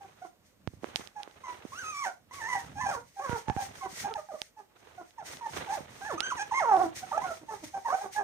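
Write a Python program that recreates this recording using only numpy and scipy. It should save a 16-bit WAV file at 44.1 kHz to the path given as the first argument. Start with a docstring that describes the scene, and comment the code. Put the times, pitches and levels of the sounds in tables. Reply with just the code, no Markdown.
"""A small hard-walled pen closed by a wooden gate, where a litter of puppies whines and whimpers.
Voices are harmonic sums on gliding pitches, some with half-pitch lines, answered by the near walls.
Shaped noise makes the puffs and sniffs, the blankets, the shuffling bodies and the room tone.
The hand on the recorder makes its case click (decaying modes) and bump (filtered pressure steps),
mostly at the right microphone port."""
import sys
import numpy as np
from scipy import signal
from scipy.fft import rfft, irfft, next_fast_len
from scipy.io import wavfile

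SR = 44100
rng = np.random.default_rng(int(sys.argv[2]) if len(sys.argv) > 2 else 0)


def output_pcm(signal):
    """Save a mono or channel-first signal as 16-bit PCM at the path in sys.argv[1].

    Samples are clipped to [-1, 1] before scaling.
    """
    pcm = np.clip(np.atleast_2d(signal).T, -1, 1) * 32767
    wavfile.write(sys.argv[1], SR, np.round(pcm).astype(np.int16))


def elevation(decibels):
    """Turn decibel levels (scalar or array-like) into linear amplitude ratios."""
    levels = np.asarray(decibels, float)
    return 10 ** (levels / 20)


N = 362943


def rms_one(x):
    """Normalisation: scales a signal to unit root-mean-square."""
    return x / np.sqrt(np.mean(x ** 2) + 1e-20)


def in_time(rows, t):
    """Linear interpolation: reads each column of a breakpoint table at the times t."""
    s, *columns = np.transpose(rows)
    return [np.interp(t, s, c) for c in columns]


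def drift(rate_hz, size):
    """Low-passed chance: white noise through two equal real poles wanders slowly; rms 1."""
    r = np.exp(-2 * np.pi * rate_hz / SR)
    settle = 4000
    noise = rng.standard_normal(size + settle)
    return rms_one(signal.lfilter([1], [1, -2 * r, r * r], noise)[settle:])


def coloured(spectrum, alike):
    """Partial coherence: mid and side noises of one spectrum set the left-right likeness; rms 1."""
    hz, db = np.transpose(spectrum)
    size = next_fast_len(N)
    f = np.arange(size // 2 + 1) * SR / size + 1
    gain = elevation(np.interp(np.log(f), np.log(hz), db, left=-90, right=-90))
    mid, side = irfft(rfft(rng.standard_normal((2, size))) * gain, size)[:, :N]
    return rms_one(np.sqrt(1 + alike) * mid + np.sqrt(1 - alike) * side * np.array([[1], [-1]]))


def swells(rows, fall_db_per_s):
    """Energy addition: each row rises 20 dB per swell time, holds, then fades; powers add."""
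    t = np.arange(0, N + 64, 64) / SR
    s, swell, hold, *levels = np.transpose(rows)[:, :, None]
    rise_db = -20 * np.maximum(s - t, 0) / np.maximum(swell, .005)
    fall_db = -fall_db_per_s * np.maximum(t - s - hold, 0)
    envelopes = []
    for db in levels:
        power = np.sum(elevation(2 * (db + rise_db + fall_db)), axis=0)
        envelopes.append(np.interp(np.arange(N) / SR, t, np.sqrt(power)))
    return envelopes


# spectrum of the room tone: (f/Hz, relative level/dB)
ROOM_SPECTRUM = [(18, -63), (30, -41), (43, 5), (566, 3), (816, -3), (3190, -10), (6310, -13),
                 (10900, -16.5), (14200, -11.5), (15800, -31)]


def room_tone():
    """Stationary noise: a steady, partly coherent background of fixed spectrum."""
    return elevation(-68.5) * coloured(ROOM_SPECTRUM, alike=0.47)


# hoarseness of the litter: (t/s, full rasp against the tone: level/dB)
RASP = [(.3, -10), (1.3, -13), (1.5, -6), (1.7, -22), (2.0, -22), (2.06, -7), (3.1, -9), (5.9, -10),
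        (6.1, -17), (6.35, -16), (6.4, -14), (6.5, -16), (6.9, -15), (7.5, -6), (8.1, -6), (8.15, -10)]


def fold_chance():
    """Aperiodicity of the folds: one tremble, waver and rasp, read at the time of each call."""
    rasp_db, = in_time(RASP, np.arange(N) / SR)
    return drift(34.2, N), drift(51, N), elevation(rasp_db) * drift(155, N)


# mouth resonance on the two lowest partials: (f/Hz, level/dB)
MOUTH_RESONANCE = [(300, -0.5), (420, -10.5), (600, -3.5), (800, 1.5), (1100, 0.5), (1600, -9.5),
                   (2300, -3), (3200, -12)]
# throat colour of the partials above the octave, against the two lowest: (f/Hz, level/dB)
THROAT_COLOUR = [(900, -2.5), (1500, -7), (2400, -16), (3700, -18.5), (4800, -14), (6200, 5.5), (7600, -10),
                 (8800, 2.5), (11000, -28)]


def voice(rows, chance, high_db):
    """Source and filter: near-sine folds on a trembling pitch, shaped by mouth and throat."""
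    jitter, shimmer_db = .011, 1.8     # rms pitch share; rms level swing
    rasp_growth_s = .04                # a call starts clear and roughens
    a, b = int(rows[0][0] * SR), min(int(rows[-1][0] * SR), N)
    n = np.arange(b - a)
    tremble, waver, rasp = [c[a:b] for c in chance]
    hz, effort_db, open_db, *half_db = in_time(rows, np.arange(a, b) / SR)
    rasp = rasp * np.clip(n / (rasp_growth_s * SR), .2, 1)

    mouth_hz, mouth_db = np.transpose(MOUTH_RESONANCE)
    first_db = effort_db + np.interp(np.log(hz), np.log(mouth_hz), mouth_db)
    octave_db = open_db + effort_db + np.interp(np.log(2 * hz), np.log(mouth_hz), mouth_db)
    phase = 2 * np.pi * np.cumsum(hz * (1 + jitter * tremble)) / SR
    tone = elevation(first_db) * np.sin(phase) + elevation(octave_db) * np.sin(2 * phase)
    for db in half_db:     # the half-pitch line and its third harmonic
        tone += elevation(db) * (np.sin(phase / 2) + elevation(-3.5) * np.sin(3 * phase / 2))

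    throat_hz, throat_db = np.transpose(THROAT_COLOUR)
    drive = elevation(first_db - 4.0) + elevation(octave_db)
    for k in range(3, 16):
        shape_db = np.interp(np.log(k * hz), np.log(throat_hz), throat_db, right=-90)
        shape_db += high_db - 13.97 * np.log2(k / 2)     # the pulse of the folds weakens with order
        blurred = k * (phase + .6 * rasp) + k * k        # rasp blurs high orders most
        tone += drive * elevation(shape_db) * np.sin(blurred)

    edge = np.minimum(1, np.minimum(n / (0.0009 * SR), n[::-1] / (0.0025 * SR)))
    out = np.zeros(N)
    out[a:b] = np.sqrt(2) * tone * edge * elevation(shimmer_db * waver) * (1 + rasp)
    return out


ATTACK_S, RELEASE_S = .012, 0.02
QUIET_DB = -30     # short calls start from and die to this level against their effort


def short_call(s, length, first_hz, last_hz, db, octave_db):
    """Envelope and glide: attack, a held glide, release; the mouth opens with effort in the attack."""
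    opening_db_per_db = 4.5
    end = s + max(length, ATTACK_S + .002)
    shut_db = octave_db + opening_db_per_db * QUIET_DB
    return [(s, first_hz, db + QUIET_DB, shut_db), (s + ATTACK_S, first_hz, db, octave_db),
            (end, last_hz, db, octave_db), (end + RELEASE_S, last_hz, db + QUIET_DB, octave_db)]


# whimpers whose every second cycle weakens:
# (t/s, length t/s, pitch f/Hz, effort level/dB, half-pitch line level/dB)
WHIMPER_CALLS = [(0.0, 0.051, 795, -49.5, -61), (0.209, 0.017, 725, -44, -51),
                 (3.158, .04, 793, -42, -54.5), (3.818, 0.034, 763, -40, -42),
                 (4.035, .04, 819, -33.5, -48), (4.072, .035, 905, -45, -43), (4.562, .03, 857, -49, -55.5),
                 (4.97, 0.037, 717, -43, -46.5), (7.477, 0.0714, 875, -39, -47),
                 (7.731, 0.048, 791, -36, -52), (8.0, .06, 809, -37, -44)]


def whimper(s, length, hz, db, half_db):
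    """Period doubling: a sagging call whose half-pitch line grows in and outlasts the tone."""
    pitch_sag, break_s = 0.064, 0.032     # share of pitch lost; time until the line is full
    length = max(length, ATTACK_S + break_s + 0.0014)
    start, full, end, gone = short_call(s, length, hz, hz * (1 - pitch_sag), db, octave_db=-7.0)
    return [(*start, half_db + 2 * QUIET_DB), (*full, half_db + QUIET_DB),
            (full[0] + break_s, *full[1:], half_db),
            (*end, half_db), (*gone, half_db + QUIET_DB / 2)]


def whimpers(chance):
    """Superposition: the sum of all period-doubled whimpers."""
    return sum(voice(whimper(*row), chance, high_db=-1.5) for row in WHIMPER_CALLS)


def pen(x):
    """Reverberation: dense dull reflections of the near walls, drawn for each side, dying fast."""
    t60_s, cut_hz, level_db = 0.22, 4600, -11.5
    t = np.arange(int(.4 * SR)) / SR
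    tail = rng.standard_normal((2, len(t))) * elevation(-60 * t / t60_s) * (t > .004)
    tail = signal.sosfilt(signal.butter(1, cut_hz, fs=SR, output="sos"), tail)
    tail = tail / np.sqrt(np.sum(tail ** 2, axis=1, keepdims=True))
    return elevation(level_db) * signal.fftconvolve(x, tail, axes=1)[:, :N]


# colour of the two ports: (f/Hz, left minus right level/dB)
PORT_COLOUR = [(60, -3.0), (150, -1), (380, -5.5), (950, -5.0), (2380, -6), (5980, 4.5), (15000, -7.5)]


def placed(x):
    """Interaural-style cues: the two ports differ in colour and in time of arrival."""
    left_lag_s = 0.00013
    hz, db = np.transpose(PORT_COLOUR)
    size = next_fast_len(N)
    f = np.arange(size // 2 + 1) * SR / size + 1
    sides = elevation(np.interp(np.log(f), np.log(hz), db) / [[2], [-2]])
    late = np.exp(-2j * np.pi * f * left_lag_s * np.array([[1], [0]]))
    return irfft(rfft(x, size) * sides / sides.mean(axis=0) * late, size)[:, :N]


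# puffs, sniffs and the air of the calls: (full strength at t/s, swell t/s, hold t/s, level/dB)
PUFF_SWELLS = [(.02, 0.06, 0.12, -68.5), (.254, 0.13, 0.018, -64), (.464, 0.039, 0, -63.5),
               (.683, 0.023, 0.065, -67.5), (.838, 0.033, 0.065, -58), (.963, 0.0097, .0, -42),
               (1.0, .03, 0.049, -57), (1.19, 0.054, 0.17, -66), (1.49, 0.12, 0.078, -59.5),
               (1.8, 0.32, 0.049, -55.5), (2.04, 0.32, 0.027, -47.5), (2.335, 0.024, 0.095, -50.5),
               (2.56, 0.15, 0.044, -47.5), (2.9, 0.25, 0.057, -50.5), (3.34, 0.27, 0.047, -48),
               (3.627, 0.13, 0.0099, -44.5), (3.756, .04, 0.079, -53.5), (4.0, 0.14, 0.0032, -40),
               (4.2, 0.19, 0, -57), (4.42, 0.35, 0.023, -58), (4.59, 0.027, 0, -65),
               (4.764, .015, 0.27, -69), (5.093, 0.15, .0, -63.5), (5.265, .03, 0.066, -46),
               (5.572, 0.13, .0, -44.5), (5.747, 0.1, .0, -43.5), (6.056, 0.63, 0.083, -54),
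               (6.321, 0.15, 0.15, -56), (6.6, 0.17, 0.2, -54), (6.834, 0.14, 0.0086, -49.5),
               (6.964, .02, 0.014, -41.5), (7.109, 0.052, 0.045, -52), (7.323, 0.34, 0.019, -48.5),
               (7.523, 0.11, 0.075, -56), (7.643, 0.019, .0, -44.5), (7.78, 0.19, 0.011, -58.5),
               (8.0, 0.37, 0.041, -50.5), (8.132, 0.018, 0.025, -44.5)]
# spectrum of the breath: (f/Hz, relative level per Hz/dB)
BREATH_SPECTRUM = [(1180, -13.5), (2000, 1.5), (2680, -8.5), (2930, -6.5), (4830, -5), (6370, -0.5),
                   (7580, -10), (8400, -4.5), (11800, -17), (15000, -14), (15800, -45)]


def breath():
    """Turbulence: smooth hiss of fixed spectrum under the swell of each puff, lightly fluttering."""
    puffing, = swells(PUFF_SWELLS, fall_db_per_s=212)
    return coloured(BREATH_SPECTRUM, alike=.15) * puffing * elevation(1.8 * drift(15, N))


# the litter moves: (full strength at t/s, swell t/s, hold t/s,
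# blanket rustle level/dB, shuffling of bodies level/dB)
MOVE_SWELLS = [(.02, 0.056, 0.16, -63, -68), (.7, 0.45, 0.089, -74.5, -62.5),
               (.863, 0.064, 0.16, -53.5, -65), (1.2, 0.055, 0.17, -60.5, -72),
               (1.49, 0.1, 0.063, -52, -71), (1.8, 0.6, 0.097, -55, -63), (2.33, 0.046, 0.36, -54.5, -63.5),
               (2.72, 0.51, 0.23, -67, -53.5), (3.317, 0.068, .0, -45.5, -55),
               (3.527, 0.13, 0.33, -55, -58.5), (4.0, 0.17, 0.056, -49, -56),
               (4.874, 0.21, 0.071, -57.5, -69), (5.288, 0.13, 0.054, -51.5, -58.5),
               (5.582, 0.1, .0, -38, -47.5), (5.8, 0.45, 0.92, -54, -62), (6.3, 0.22, 0, -47, -64),
               (6.834, 0.14, 0.15, -65, -57.5), (7.254, 1, 0.025, -49.5, -57.5),
               (7.46, 0.3, 0.31, -64.5, -63.5), (8.1, 0.22, 0.21, -68, -68.5)]
# spectrum of the blankets: (f/Hz, relative level per Hz/dB)
RUSTLE_SPECTRUM = [(150, -89), (250, -17), (342, 0), (496, -2), (718, -2), (1440, -4.5), (4000, -13.5),
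                   (5200, -31.5), (8800, -120)]


def movement():
    """Friction noise: blankets rustle in fast grains, bodies shuffle in slower, low lumps."""
    rustling, shuffling = swells(MOVE_SWELLS, fall_db_per_s=118)
    rustle = coloured(RUSTLE_SPECTRUM, alike=0.091) * rustling * elevation(3.2 * drift(68, N))
    low_noise = coloured([(40, -24), (80, 2), (160, -2.5), (300, -7)], alike=0.86)
    shuffle = low_noise * shuffling * elevation(4.3 * drift(26, N))
    return rustle + shuffle


# bumps of the case, before the bass cut:
# (t/s, peak level/dB at the right port, low-cut corner f/Hz, sharpness as high-cut corner f/Hz)
CASE_BUMPS = [(.675, -15, 90, 4500), (0.736, -36.5, 127, 500), (0.834, -26, 260, 660),
              (0.8433, -17.5, 300, 2170), (.886, -36.5, 259, 600), (0.995, -32.5, 198, 700),
              (1.276, -31, 356, 1500), (1.651, -26.5, 217, 432), (3.295, -16.5, 91, 2390),
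              (3.33, -17, 86, 2500), (3.4835, -17, 86.5, 2970), (3.4989, -12, 87, 3560),
              (3.565, -17.5, 90, 2020), (5.51, -43.5, 136, 600), (5.57, -32.5, 172, 600),
              (5.806, -31.5, 162, 600)]


def thumps():
    """Step response: a sudden step of pressure leaks away through a steep low cut and swings."""
    out = np.zeros(N)
    for s, db, ring_hz, sharp_hz in CASE_BUMPS:
        step = signal.sosfilt(signal.butter(2, sharp_hz, fs=SR, output="sos"), np.ones(3000))
        push = signal.sosfilt(signal.butter(4, ring_hz, "high", fs=SR, output="sos"), step)
        at = int(s * SR)
        out[at:at + len(push)] += elevation(db) * push / np.abs(push).max()
    return out * elevation([[-20.0], [0]])     # the left port gets 20 dB less


# clicks of the case, before the bass cut:
# (t/s, peak level/dB at the right port, left minus right level/dB)
CASE_CLICKS = [(0.9592, -5, -36), (0.9707, -26, -17), (1.074, -24.5, -39), (1.2326, -20.5, -26),
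               (1.312, -40, -22), (4.1396, -21, -10), (4.4177, -11.5, -17), (5.108, -41.5, -12),
               (5.371, -43.5, 14.5), (5.463, -37, -17), (5.841, -53, -10), (6.2053, -5.5, -21),
               (6.209, -19, -17), (6.597, -32, 2), (6.767, -37.5, 8), (6.827, -31, -12)]
# modes of the case: (f/Hz, relative level/dB, t60 t/s)
CASE_MODES = [(850, 0.5, 0.018), (3030, 4, 0.0053), (3630, 25, 0.0017), (4820, 11.5, 0.0033),
              (9000, -2, 0.016), (13000, -46, 0.0024)]


def ticks():
    """Modal decay: each click strikes the short modes of the case with strengths of its own."""
    strike_spread_db, onset_s = 0.48, .00006
    out = np.zeros((2, N))
    t = np.arange(int(.03 * SR)) / SR
    for s, db, pan_db in CASE_CLICKS:
        ring = np.zeros(len(t))
        for hz, mode_db, t60 in CASE_MODES:
            strike_db = mode_db + rng.normal(0, strike_spread_db)
            ring += elevation(strike_db - 60 * t / t60) * np.sin(2 * np.pi * hz * t)
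        ring = -ring * (1 - np.exp(-t / onset_s))
        at = int(s * SR)
        out[:, at:at + len(t)] += ring / np.abs(ring).max() * elevation([[db + pan_db], [db]])
    return out


# short yips: (t/s, length t/s, first pitch f/Hz, last pitch f/Hz, effort level/dB)
YIP_CALLS = [(1.152, 0.058, 845, 813, -43.5), (1.429, 0.097, 1057, 974, -43),
             (2.543, 0.028, 814, 770, -32.5), (2.8, 0.05, 1020, 983, -34.5), (3.349, 0.023, 917, 810, -37),
             (3.467, 0.038, 882, 818, -36), (3.563, 0.064, 806, 807, -33.5), (3.801, 0.073, 1092, 963, -44),
             (4.145, 0.023, 902, 795, -31.5), (4.169, 0.0307, 640, 587, -37.5),
             (5.173, 0.0558, 937, 684, -44.5), (6.098, .04, 1726, 1763, -41), (7.02, 0.019, 731, 753, -37),
             (7.167, 0.0073, 835, 830, -23.5), (7.207, 0.042, 990, 1070, -37),
             (7.406, 0.029, 321, 306, -49.5), (7.916, 0.031, 737, 754, -27.5),
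             (7.971, 0.021, 657, 615, -42), (7.617, 0.024, 341, 306, -41)]


def yips(chance):
    """Frequency glide: each yip holds one straight glide between attack and release."""
    return sum(voice(short_call(*row, octave_db=-6.5), chance, high_db=-1.0) for row in YIP_CALLS)


# long whines: (level/dB of the high partials, [(t/s, pitch f/Hz, effort level/dB,
# mouth opening as octave gain level/dB, and where it breaks the half-pitch line level/dB)])
WHINE_CALLS = [ (4, [(1.72, 1010, -45.5, -35), (1.765, 1384, -44.5, 0), (1.80, 1604, -32.5, -17),
               (1.845, 1255, -38.5, -8), (1.88, 1291, -37.5, -3), (1.92, 1227, -40.5, -6),
               (1.955, 1134, -36.5, -6), (1.99, 1174, -34.5, -4), (2.02, 1130, -38, -7),
               (2.04, 1053, -37, 4.5), (2.065, 763, -34, 5), (2.09, 734, -42.5, 2), (2.11, 680, -47, -4)]),
               (1, [(2.31, 976, -50.5, -0.5), (2.35, 1160, -51.5, -13), (2.385, 1107, -50, -2),
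               (2.42, 874, -46, 12), (2.46, 900, -45.5, 14.5), (2.485, 1027, -41, 2.5),
               (2.54, 967, -37.5, 8.5), (2.62, 929, -52, 9)]), (3.5, [(2.755, 826, -52, -8),
               (2.78, 818, -39, -2), (2.83, 894, -51, 17.5), (2.865, 801, -34, -1),
               (2.905, 812.5, -32.5, 1), (2.935, 604, -43.5, 6), (2.97, 465.7, -37.5, -4.5),
               (3.01, 505, -45, -12)]), (6, [(3.2, 509, -43, -4), (3.23, 593.5, -45.5, 5),
               (3.285, 487, -38.5, -3), (3.34, 468, -32.5, -5), (3.39, 424, -39, -16)]),
               (-6.5, [(4.287, 842, -49, 0), (4.297, 808, -45.5, -15), (4.32, 609, -40, -9),
               (4.345, 625, -31.5, -18), (4.37, 560, -55.5, -0.5)]), (-5, [(5.41, 990, -46, -20),
               (5.43, 936, -43, -10), (5.455, 936, -41.5, -1), (5.47, 870, -30, -9), (5.5, 870, -74, 0)]),
               (0, [(5.67, 982, -48, -20), (5.69, 747, -39.5, -4), (5.735, 888, -34, -8),
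               (5.765, 788, -43, -2), (5.785, 588, -33, -26), (5.8, 500, -41, 0)]),
               (1.5, [(6.015, 784, -47, 5), (6.03, 786, -45, 7), (6.08, 872, -44, 11.5),
               (6.115, 539, -36, -3), (6.14, 353, -31.5, -13.5), (6.17, 294, -44, -8)]),
               (2, [(6.17, 1190, -58, -32), (6.182, 1213, -30.5, -17), (6.2, 1328, -39.5, -5),
               (6.24, 1563, -29, -5), (6.3, 1600, -30, -5.5), (6.325, 978, -29.5, -22),
               (6.36, 1040, -62, 4)]), (9.5, [(6.365, 1012, -43.5, -1), (6.395, 796, -41, 11),
               (6.42, 844, -36.5, 5), (6.45, 813, -52.5, 6), (6.47, 820, -72, -8)]),
               (-1.5, [(6.51, 1110, -41, -15), (6.525, 832, -30.5, -15), (6.55, 1049, -32.5, 3.5),
               (6.59, 1079, -30.5, 4.5), (6.615, 765.5, -29, -4), (6.655, 490.3, -32, 2.5),
               (6.72, 408.8, -35, 12.5), (6.745, 374.2, -31.5, 10), (6.765, 385.5, -27.5, 4),
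               (6.785, 322.7, -30.5, 3.5), (6.815, 386.3, -32.5, 10.5), (6.855, 323, -27, -10),
               (6.93, 338, -69, 0)]), (-5.5, [(7.11, 1004, -58, -5), (7.12, 879, -30.5, -15),
               (7.13, 576.5, -38.5, 8.5), (7.16, 652, -36, 1.5), (7.18, 670, -23, -19)]),
               (-5, [(7.23, 780, -48, -8), (7.245, 748, -34, -6), (7.295, 685, -39.5, 7),
               (7.32, 656, -35.5, -9), (7.36, 624, -65, 0)]), (-6, [(7.848, 886, -49, -8),
               (7.86, 967, -33, -9), (7.89, 841, -31, -2)]), (1.5, [(7.885, 495, -42, 2.6667),
               (7.91, 563, -37, 9), (7.93, 654, -42, 8), (7.945, 646, -51, 5)]),
               (-6, [(8.15, 798, -52, -10, -77), (8.165, 832, -33.5, 3, -72), (8.185, 850, -28.5, 3, -55),
               (8.2, 830, -31, -3, -46.5), (8.229, 778, -29.5, -8, -42)]), ]


def whines(chance):
    """Frequency modulation: pitch, effort and mouth opening glide from point to point."""
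    return sum(voice(rows, chance, high_db) for high_db, rows in WHINE_CALLS)


def scene():
    """Superposition: airborne sounds reach both ports with their cues; the case adds its own."""
    chance = fold_chance()
    pups = whimpers(chance) + yips(chance) + whines(chance)
    airborne = room_tone() + pups + pen(pups[None]) + breath() + movement()
    return placed(airborne) + thumps() + ticks()


def top_cut(x):
    """Nothing passes above the cut-off."""
    return signal.sosfilt(signal.butter(12, 16490, fs=SR, output="sos"), x)


def record(dry):
    """High-pass response: the microphones cut the deep bass below 30 Hz."""
    mix = signal.sosfilt(signal.butter(2, 30, "high", fs=SR, output="sos"), dry)
    return top_cut(mix)


dry = scene()
out = record(dry)
output_pcm(out)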